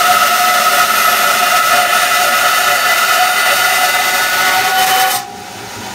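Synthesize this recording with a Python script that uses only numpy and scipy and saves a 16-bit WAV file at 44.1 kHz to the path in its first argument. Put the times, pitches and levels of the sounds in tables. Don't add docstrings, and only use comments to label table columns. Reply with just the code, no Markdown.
import sys
import numpy as np
from scipy import signal
from scipy.fft import rfft, irfft, next_fast_len
from scipy.io import wavfile
from scipy.ndimage import map_coordinates

SR = 44100
rng = np.random.default_rng(int(sys.argv[2]) if len(sys.argv) > 2 else 0)


def linear_from_db(decibels):
    return 10 ** (np.asarray(decibels, float) / 20)


def dump_mix(stems):
    frames = np.atleast_2d(stems).T
    limited = np.clip(frames, -1, 1)
    pcm = np.round(limited * 32767).astype(np.int16)
    wavfile.write(sys.argv[1], SR, pcm)


N = 261950
T = np.arange(N) / SR
EXIT_S, EASE_S = 5.178, .012
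TOP_OFF_DB_PER_S = 480

# t/s, f/Hz
TOOTH_RATE = [(0, 2273), (.5, 2279), (1.1, 2274.5), (1.8, 2272.5), (2.1, 2274), (2.4, 2272), (2.8, 2274),
              (3.15, 2273), (3.35, 2278), (3.75, 2277.5), (4.4, 2284), (4.8, 2288), (5.2, 2290)]
# t/s, level/dB
FEED = [(0, .5), (1.2, .5), (2.2, -.4), (3.7, -0.5), (4.3, -1.4), (4.9, 0), (5.12, -1)]
LOOP_HZ = 4.7


def cut():
    turn = np.cumsum(curves(TOOTH_RATE)[0]) / SR
    feed_db, = curves(FEED)
    throb_db = 0.47 * np.sin(4 * np.pi * LOOP_HZ * T + 0.11) + .5 * np.sin(8 * np.pi * LOOP_HZ * T + 0.26)
    throb_db = throb_db + 0.71 * wobble(22.21) + 1.45 * wobble(60)
    return block(turn, feed_db, throb_db) + chips(turn, feed_db, throb_db) + song() + whistle(turn)


def tearing(turn, depth, grit_db):
    tooth_gain = linear_from_db(grit_db * rng.standard_normal(int(turn[-1]) + 2))
    size = tooth_gain[turn.astype(int)]
    return unit(rng.standard_normal(N) * size * (1 + depth * np.cos(2 * np.pi * turn)))


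# t/s, ring change/dB, chip change/dB, length/s
BITES = [(.08, 0, 1.5, .02), (0.42, -2, 0, 0.049), (1.67, -3, 0, .02), (3.96, 0, -2, .02),
         (3.37, 0, -1, .02), (2.0, 1, 1, .03), (0.529, -5, -2.4, 0.012), (0.64, -4, 0, 0.012),
         (0.875, -4, -1.5, 0.02), (1.033, -0.5, 0.2, 0.08), (1.613, -3.5, -3.5, 0.02),
         (1.753, 2.5, 1.7, 0.066), (1.856, -0.5, -3, 0.06), (2.225, 1.5, 3, 0.027),
         (2.705, 1.7, -0.5, 0.019), (2.84, -1, -1.5, 0.055), (3.083, 0.2, 1.5, 0.082),
         (3.322, -3.2, -3, 0.03), (3.444, -1.5, -6, 0.025), (3.501, 3.5, 0.5, 0.021), (3.6, 3, 3, 0.011),
         (3.836, 1.3, 1.6, 0.05), (4.171, -0.5, -1.4, 0.02), (4.306, -2.5, -2.0, 0.03),
         (4.477, 1.5, 2.0, 0.02), (4.624, -0.3, -4, 0.017), (4.734, -3.5, -7, 0.029),
         (4.854, 1.5, 3.5, 0.058), (4.859, -5, -8, 0.0099), (5.008, 0.5, 5.5, 0.018),
         (5.047, 0, -2.5, .006), (5.092, 0, -3, .008), (5.11, 1, 3.5, .015), (4.772, 0, -2.5, .006),
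         (5.068, -2, -3.5, 0.03)]


def ring_bites_db():
    return bumps([(s, db, life) for s, db, _, life in BITES])


# f/Hz, width/Hz, level/dB
BLOCK_EARLY = [(687, 96, -13), (712, 18, 0), (1214, 29, -10.5), (1295, 32.5, 1.5), (1447, 32, -5),
               (1815, 66, -11.5), (2034, 72, -12), (2620, 25, -13), (2770, 78, -16), (3025, 53, -11),
               (3490, 160, -26)]
BLOCK_MIDDLE = [(664, 19, -9.5), (736, 35, -1.5), (1247, 42, -5), (1316, 27.5, 0.5), (1435, 34, -0.5),
                (1761, 28, -5), (1999, 52, -3), (2540, 120, -11.5), (2765, 180, -13), (3027, 32, -3.5),
                (3700, 125, -16)]
BLOCK_LATE = [(571.6, 8.9, -9), (746, 17, 0), (910, 30, -8.5), (1090, 22, -14), (1286, 22, -1.5),
              (1513, 12, -6.5), (1834, 55, -19), (2065, 23, -6), (3040, 45, -15), (4020, 140, -24)]
BLOCK_LAST = [(521, 8.7, -10), (757, 4.4, 8), (834, 17, -6), (989, 16, -9), (1123, 25, -4), (1263, 26, -6),
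              (1480, 16, -5.5), (1726, 16, -6), (1920, 310, -18), (3014, 35, -10), (3750, 58, -25)]
# t/s, low ring level/dB, upper ring level/dB, grip on table level/dB
STAGES = [
    (.4, -14, -17.5, -4.5),
    (1.6, -14.5, -17.5, -1),
    (3.3, -16.5, -20, 0),
    (4.5, -13.5, -12.5, -8),
    (4.9, -15, -16.5, -6),
]
# f/Hz, density/dB per Hz
TEAR = [(300, -17), (480, -10), (800, -8), (1050, -4), (1600, -3.5), (2300, -2.5), (3200, -3.5),
        (4300, -4.5), (6000, -36)]
# f/Hz, width/Hz, level/dB
TABLE = [(512, 10, -17), (582, 12, -9), (633, 12, -13), (723, 10, -5), (828, 14, -10), (898, 14, -13),
         (1112, 10, -15), (1141, 10, -14), (1300, 24, -9), (1417, 12, -3), (1613, 10, -10), (1747, 10, -3),
         (1910, 12, -10), (1998, 14, -4), (2470, 14, -6), (2550, 20, -11)]
LET_GO_S, LET_GO_DB = 5.05, -7
RING_OFF_DB_PER_S = 200


def block(turn, feed_db, throb_db):
    stage_s = [row[0] for row in STAGES]
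    low_db, upper_db, grip_db = curves(STAGES)
    force = tearing(turn, depth=0.54, grit_db=1.0)
    wood = linear_from_db(-20.5) * filtered(force, shape(TEAR))
    stage_modes = (BLOCK_EARLY, BLOCK_EARLY, BLOCK_MIDDLE, BLOCK_LATE, BLOCK_LAST)
    for share, table in zip(np.eye(len(STAGES)), stage_modes):
        wood = wood + np.interp(T, stage_s, share) * filtered(force, modes(table))
    steel = linear_from_db(grip_db) * filtered(tearing(turn, depth=0.34, grit_db=2.0), modes(TABLE))
    low, upper = split(walls(wood + steel, t60=.2, wet_db=-14), hz=1600)
    ring_db = feed_db + ring_bites_db() - RING_OFF_DB_PER_S * broken_out()
    ring_db = ring_db + LET_GO_DB * np.clip(since(LET_GO_S) / (EXIT_S - LET_GO_S), 0, 1)
    low_gain = linear_from_db(low_db + 0.53 * throb_db)
    upper_gain = linear_from_db(upper_db + 0.37 * throb_db)
    return linear_from_db(ring_db) * (low_gain * low + upper_gain * upper)


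# f/Hz, density/dB per Hz
CHIPS = [(1940, -5.5), (3300, -9), (3620, -0.5), (4720, -2.5), (4940, -2.5), (5380, -0.5), (8320, -5.5),
         (8820, -5.5), (10300, -13), (11200, -7), (12100, -10.0), (14100, -8.5), (15600, -11.0),
         (16500, -18)]
# f/Hz, width/Hz, level/dB
BLADE = [(3714, 40, -4), (4194, 40, -4), (5209, 30, -3), (5500, 60, -8), (6024, 60, -4), (6325, 30, -5),
         (8374, 50, -7), (8800, 80, -8), (9874, 40, -9)]
HISS_DB, TOP_DB = -22, -25.5
LAST_SPRAY_DB, LAST_SPRAY_S = 3, 0.023
OPEN_S, OPEN_DB, TOP_SHARE = 4.76, 1.8, 0.8
CHIPS_OFF_DB_PER_S = 260


def chips(turn, feed_db, throb_db):
    puff = (EXIT_S - LAST_SPRAY_S, LAST_SPRAY_DB, LAST_SPRAY_S)
    chip_db = feed_db + bumps([(s, db, life) for s, _, db, life in BITES] + [puff])
    hiss_db = HISS_DB - CHIPS_OFF_DB_PER_S * broken_out() + 0.28 * wobble(12)
    open_db = OPEN_DB * np.clip(since(OPEN_S) / .03, 0, 1)
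    top_db = TOP_DB + open_db - TOP_OFF_DB_PER_S * broken_out() + .4 * wobble(11)
    force = tearing(turn, depth=0.27, grit_db=1.25)
    spray = filtered(force, lambda f: shape(CHIPS)(f) * (1 + 0.51 * abs(modes(BLADE)(f))))
    hiss, top = split(walls(spray, t60=.1, wet_db=-11), hz=9000)
    hiss_gain = linear_from_db(hiss_db + chip_db + 0.55 * throb_db)
    top_gain = linear_from_db(top_db + TOP_SHARE * chip_db + 0.7 * throb_db)
    return hiss_gain * hiss + top_gain * top


SING = {723: [(.0, -17, .03), (.105, -13, 0.04), (.5, -17, 0.24), (.803, -22, 0.047), (1.12, -21, .03),
        (1.3, -21, .03), (1.84, -20, .02), (2.32, -21, .03), (2.6, -21, .04), (1.222, -21, 0.033),
        (1.43, -22, .04), (1.54, -19.5, 0.035), (1.771, -16.5, 0.069), (2.03, -19.5, 0.029),
        (2.225, -14.5, 0.044), (2.434, -20, 0.017), (2.715, -19, 0.047), (2.91, -23, 0.042),
        (3.15, -21.5, 0.032)], 731: [(3.22, -20, .04), (3.33, -19, 0.15), (3.68, -19, .05),
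        (4.25, -22, .03), (3.82, -16.5, 0.081), (4.0, -17.5, 0.04), (4.1, -20.5, 0.096)],
        1285: [(.14, -17.5, .05), (.44, -21, .05), (.668, -17, .032), (.95, -17, 0.057), (1.2, -23, .08),
        (2.4, -22, .12), (3.15, -21, .04), (3.85, -26, .12)], 1308: [(.04, -19, 0.046), (.24, -15.5, 0.046),
        (1.05, -19, .05), (1.69, -16.5, .08), (1.95, -18, 0.066), (2.15, -16.5, .05), (2.55, -21, 0.043),
        (2.84, -19.5, .05), (3.013, -19, 0.063), (3.25, -20, 0.045)], 748: [(4.444, -19, 0.02),
        (4.575, -14, 0.041), (4.664, -14, 0.023), (4.9, -21, .03)], 753: [(4.74, -18.5, 0.044),
        (4.825, -14, 0.031), (4.92, -14, 0.08), (5.05, -15, 0.053)]}
SING_UPPER = {1421: [(.788, -21.5, 0.17), (1.287, -20, 0.091), (1.512, -18, 0.051), (1.771, -17, 0.032),
              (3.0, -22, .1)], 1444: [(2.235, -25, 0.23), (2.65, -25, 0.087), (3.15, -24, .2),
              (3.7, -25, .2)], 1465: [(3.92, -19.5, 0.055), (4.1, -20.5, 0.037), (4.216, -25, 0.039),
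              (4.43, -17.5, 0.26), (4.755, -21, .06), (5.05, -23.5, .06)], 2000: [(.494, -18, 0.027),
              (1.053, -24, 0.079), (1.45, -25, .05), (1.65, -25, .05), (2.15, -24, 0.059), (2.35, -22, .04),
              (2.55, -23, 0.045), (2.75, -23, .05), (2.93, -19, .05)], 2022: [(3.04, -24, .05),
              (3.4, -21.5, 0.1), (3.95, -21, 0.045), (3.76, -24, 0.15), (4.08, -23.5, 0.13)],
              3032: [(4.798, -20, 0.048), (4.98, -24, .04), (4.92, -16.5, 0.017), (5.02, -29, 0.033),
              (5.112, -21.5, .02)]}


def song():
    total = 0
    for hz, rows in (SING | SING_UPPER).items():
        swell = bumps([(s, linear_from_db(db - 0.5), life) for s, db, life in rows])
        total = total + swell * tone(hz * T, 0.62, 22)
    return total


# multiple of tooth rate, level/dB
TEETH = [(2, -43), (3, -41.5), (4, -38.5), (5, -48), (6, -44)]
# multiple of a third of the tooth rate, level/dB
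TOOTH_SET = [(4, -42), (7, -48), (11, -47), (13, -49), (14, -52), (16, -49), (17, -47), (19, -50),
             (20, -51)]
# multiple of tooth rate, t/s, rise/dB, length/s
FLUTTER = [(2, 0.64, 6, .25), (2, 3.57, 10, 1.7), (3, 2.5, 6, .6), (3, 3.9, 6, .4), (3, 4.95, -8, .25),
           (2, 5, -6, .25), (6, 4.5, 4, .2), (4, .9, 3, 0.72), (4, 2.1, 6, .35), (4, 3.6, 7, 0.37),
           (4, 4.9, -15, 0.45), (5, .05, 12, .12), (5, .55, 11, 0.25), (5, 2.25, 8, .1), (5, 4.8, 9, .12),
           (6, .3, 6, .15), (6, 2.15, 6, .06), (6, 3.6, 6, .3), (4, 0.092, 5, .06), (6, 4.95, -6, .3),
           (5, 1.1, 19, 0.27), (5, 2.7, 11, .25), (5, 3.7, 11, 0.23), (6, .9, 7, .7)]


def whistle(turn):
    turn = turn + .018 * wobble(35)
    total = 0
    for k, db in TEETH:
        rise_db = bumps([row[1:] for row in FLUTTER if row[0] == k])
        total = total + linear_from_db(db + 2 + rise_db + 1.9 * wobble(17)) * tone(k * turn, 0.48, 30)
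    for k, db in TOOTH_SET:
        total = total + linear_from_db(db + 2 + 2.5 * wobble(6)) * tone(k * turn / 3, .3, 30)
    return total * linear_from_db(-TOP_OFF_DB_PER_S * broken_out())


# t/s, f/Hz,
# level/dB, length/s
FLARES = [(.12, 580, -26.5, 0.058), (.6, 580, -24, .06), (1.77, 580, -25.5, 0.054), (2.3, 580, -25, .1),
          (.25, 580, -24, .03), (.75, 580, -23, .03), (1.88, 580, -25, .05), (2.45, 580, -26, .03),
          (1.29, 580, -28.5, .05), (2.72, 582, -21.5, 0.027), (3.53, 578, -17.5, 0.02),
          (4.99, 510, -26, 0.042), (4.47, 1900, -20, 0.026), (5.12, 512, -33, 0.03),
          (4.5, 1120, -22.5, 0.06), (.4, 5209, -37, .5), (5.155, 8367, -26, .025), (5.15, 12200, -31, .03),
          (5.14, 9950, -33, .04), (5.88, 762, -32, .05), (5.65, 765, -36, .04), (5.57, 650, -41, .04),
          (5.9, 990, -39, .06), (5.17, 1025, -30, .03), (4.8, 11700, -33, .03), (5.16, 9150, -28, .02)]


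def flares():
    return sum(linear_from_db(db) * np.exp(-((T - s) / life) ** 2) * tone(hz * T, 0.73, 40)
               for s, hz, db, life in FLARES)


# f/Hz, struck level/dB, fall/dB per s, sustained level/dB, fade/dB per s
FRAME = [
    (737, -21.5, 280, -35, 8),
    (770, -50, 100, -47, -10),
    (801, -26, 200, -31, 16),
]
STRUCK_S, DAMPED_S, DAMPED_DB, DAMPED_LENGTH_S = 5.155, 5.795, -18, 0.044


def frame():
    after = since(STRUCK_S)
    total = 0
    for hz, db, fall_db, held_db, fade_db in FRAME:
        gain = linear_from_db(db - fall_db * after) + linear_from_db(held_db - fade_db * after + 1.3 * wobble(9))
        total = total + gain * tone(hz * T, 0.28, 7)
    onset = np.clip(1 + (T - STRUCK_S) / 0.067, 0, 1)
    return onset * linear_from_db(bumps([(DAMPED_S, DAMPED_DB, DAMPED_LENGTH_S)])) * total


# f/Hz, density/dB per Hz
BASS = [(13, -50), (22, -17), (69, -16.5), (113, -6.5), (145, -10), (233, -6), (283, -9.5), (396, -1),
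        (439, -11.5), (480, -13), (620, -24), (1060, -120)]
# f/Hz, width/Hz, level/dB
HUM = [(50, 5, 10), (90, 8, -11), (120, 6.6, 4), (174, 10.5, 6), (247, 7.9, 8.5), (406, 33, 7.5)]
RUMBLE_DB, RUMBLE_SHARE, WARM_DB, WARM_S = -35.5, 1.3, 5, 4.61


def rumble():
    noise = rng.standard_normal(N)
    bass = unit(filtered(noise, lambda f: shape(BASS)(f) * (linear_from_db(2.0) + abs(modes(HUM)(f)))))
    level_db = RUMBLE_DB + RUMBLE_SHARE * ring_bites_db() + bumps([(WARM_S, WARM_DB, .5)])
    return linear_from_db(level_db - 31 * since(EXIT_S)) * bass


THRUM_DB, THRUM_S, THRUM_OFF_DB_PER_S = -36.5, 1.24, 7


def thrum():
    noise = unit(filtered(rng.standard_normal(N), modes([(227, 30, 0)])))
    return linear_from_db(THRUM_DB - THRUM_OFF_DB_PER_S * since(THRUM_S)) * noise


# f/Hz, density/dB per Hz
WHIRR = [(260, -45), (440, -14), (621, -14), (800, -8), (1060, -12), (1430, -12), (2380, -15), (3260, -18),
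         (5000, -18), (6600, -18), (6800, -27), (7300, -27), (8700, -24), (9800, -27), (10500, -31),
         (11500, -29), (16500, -30)]
# f/Hz, width/Hz, level/dB
PANELS = [(650, 25, -49), (838, 20, -45), (950, 25, -46), (1142, 10, -50), (1418, 10, -47), (1746, 8, -53),
          (2500, 15, -50), (3047, 40, -48), (3900, 60, -49), (4690, 50, -50), (6500, 200, -45),
          (7090, 50, -46), (8500, 250, -54), (9350, 60, -56), (9650, 60, -57), (11450, 200, -58),
          (4300, 60, -49)]
# f/Hz, width/Hz, level/dB
MOTOR = [(50, 5, -14), (70, 30, -16), (90, 8, -6), (111, 10, -3), (186, 10, -4), (200, 8, -2), (221, 8, -5),
         (247, 8, -6), (300, 6, -5), (350, 12, -7), (371, 8, -5), (403, 14, -3)]
WHIRR_DB, AIR_DB, MOTOR_DB, MOTOR_SHARE = -43, -51, -47.5, 1.56
LIFT_DB, LIFT_S = 13, 0.34


def idling():
    lift_db = LIFT_DB * (1 - np.exp(-since(EXIT_S) / LIFT_S))
    noise = rng.standard_normal((3, N))
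    whirr, air = split(walls(filtered(noise[0], shape(WHIRR)), t60=.1, wet_db=-6), hz=6750)
    panel_modes = [modes([(hz, w, db - 10 * np.log10(w))]) for hz, w, db in PANELS]
    panels = unit(filtered(noise[1], lambda f: sum(mode(f) for mode in panel_modes)))
    motor = unit(filtered(noise[2], modes(MOTOR)))
    shake_db = .7 * wobble(30)
    free = linear_from_db(WHIRR_DB + 4.0 + shake_db) * whirr + linear_from_db(WHIRR_DB - 3.5) * panels
    free = free + linear_from_db(AIR_DB + shake_db) * air
    motor_db = MOTOR_DB - 1 + MOTOR_SHARE * lift_db + 2.5 * wobble(14)
    return linear_from_db(lift_db) * free + linear_from_db(motor_db) * motor


# t/s, peak level/dB
TICKS = [(5.40, -38), (5.865, -38), (5.5214, -37), (5.7528, -35)]


def ticks():
    burst = sum(linear_from_db(db - 1) * np.exp(-((T - s - .004) / 0.003) ** 2) for s, db in TICKS)
    return burst * unit(filtered(rng.standard_normal(N), shape([(3000, -30), (8000, 0), (15700, -3)])))


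def walls(x, t60, wet_db):
    t = np.arange(SR // 4) / SR
    tail = rng.standard_normal(len(t)) * linear_from_db(-60 * t / t60)
    return unit(x + linear_from_db(wet_db) * signal.fftconvolve(x, tail / np.linalg.norm(tail))[:N])


def tone(turns, rough, rate):
    return np.sqrt(2) * np.sin(2 * np.pi * turns + rough * wobble(rate))


def unit(x):
    return x / np.sqrt(np.mean(x ** 2) + 1e-20)


def curves(rows):
    s, *cols = np.transpose(rows)
    return [np.interp(T, s, c) for c in cols]


def wobble(rate):
    coarse = T[::64]
    points = rng.standard_normal(int(N * rate / SR) + 4)
    return np.interp(T, coarse, map_coordinates(points, [coarse * rate]))


def bumps(rows):
    coarse = T[::32]
    return np.interp(T, coarse, sum(h * np.exp(-((coarse - s) / life) ** 2) for s, h, life in rows))


def since(s):
    return np.maximum(T - s, 0)


def broken_out():
    return EASE_S * np.logaddexp(0, (T - EXIT_S) / EASE_S)


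def filtered(x, response):
    m = next_fast_len(N + 8192)
    return irfft(rfft(x, m) * response(np.fft.rfftfreq(m, 1 / SR)), m)[:N]


def shape(points):
    f, db = np.transpose(points)
    return lambda hz: linear_from_db(np.interp(np.log(hz + 1), np.log(f + 1), db, left=-120, right=-120))


def modes(table):
    def response(f):
        total = 0
        for k, (c, w, db) in enumerate(table):
            total = total + (-1) ** k * linear_from_db(db) * 1j * f * w / (c * c - f * f + 1j * f * w)
        return total
    return response


def split(x, hz):
    low = filtered(x, lambda f: 1 / (1 + (f / hz) ** 20))
    return unit(low), unit(x - low)


def scene():
    machine = frame() + rumble() + thrum() + idling()
    return np.tile(cut() + flares() + machine + ticks(), (2, 1))


def roll_off(x):
    return signal.sosfilt(signal.butter(12, 16940, fs=SR, output="sos"), x)


# f/Hz, width/Hz, level/dB
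DIPS = [(1050, 35, -3), (1358, 14, -5), (1555, 19, -2), (2380, 30, -3.5), (3220, 40, -5), (4080, 42, -1),
        (787, 12, -3.5)]
TOP_HZ = 15790


def record(dry):
    heard = filtered(dry[0], lambda hz: linear_from_db(sum(db * np.exp(-((hz - c) / w) ** 2) for c, w, db in DIPS)))
    held = heard / (1 + np.abs(heard / .76) ** 6) ** (1 / 6)
    band = filtered(held, lambda hz: np.clip((TOP_HZ - hz) / 60, 0, 1) ** 2 / (1 + (30 / (hz + 1)) ** 3))
    return roll_off(np.array([band, band]))


dry = scene()
out = record(dry)
dump_mix(out)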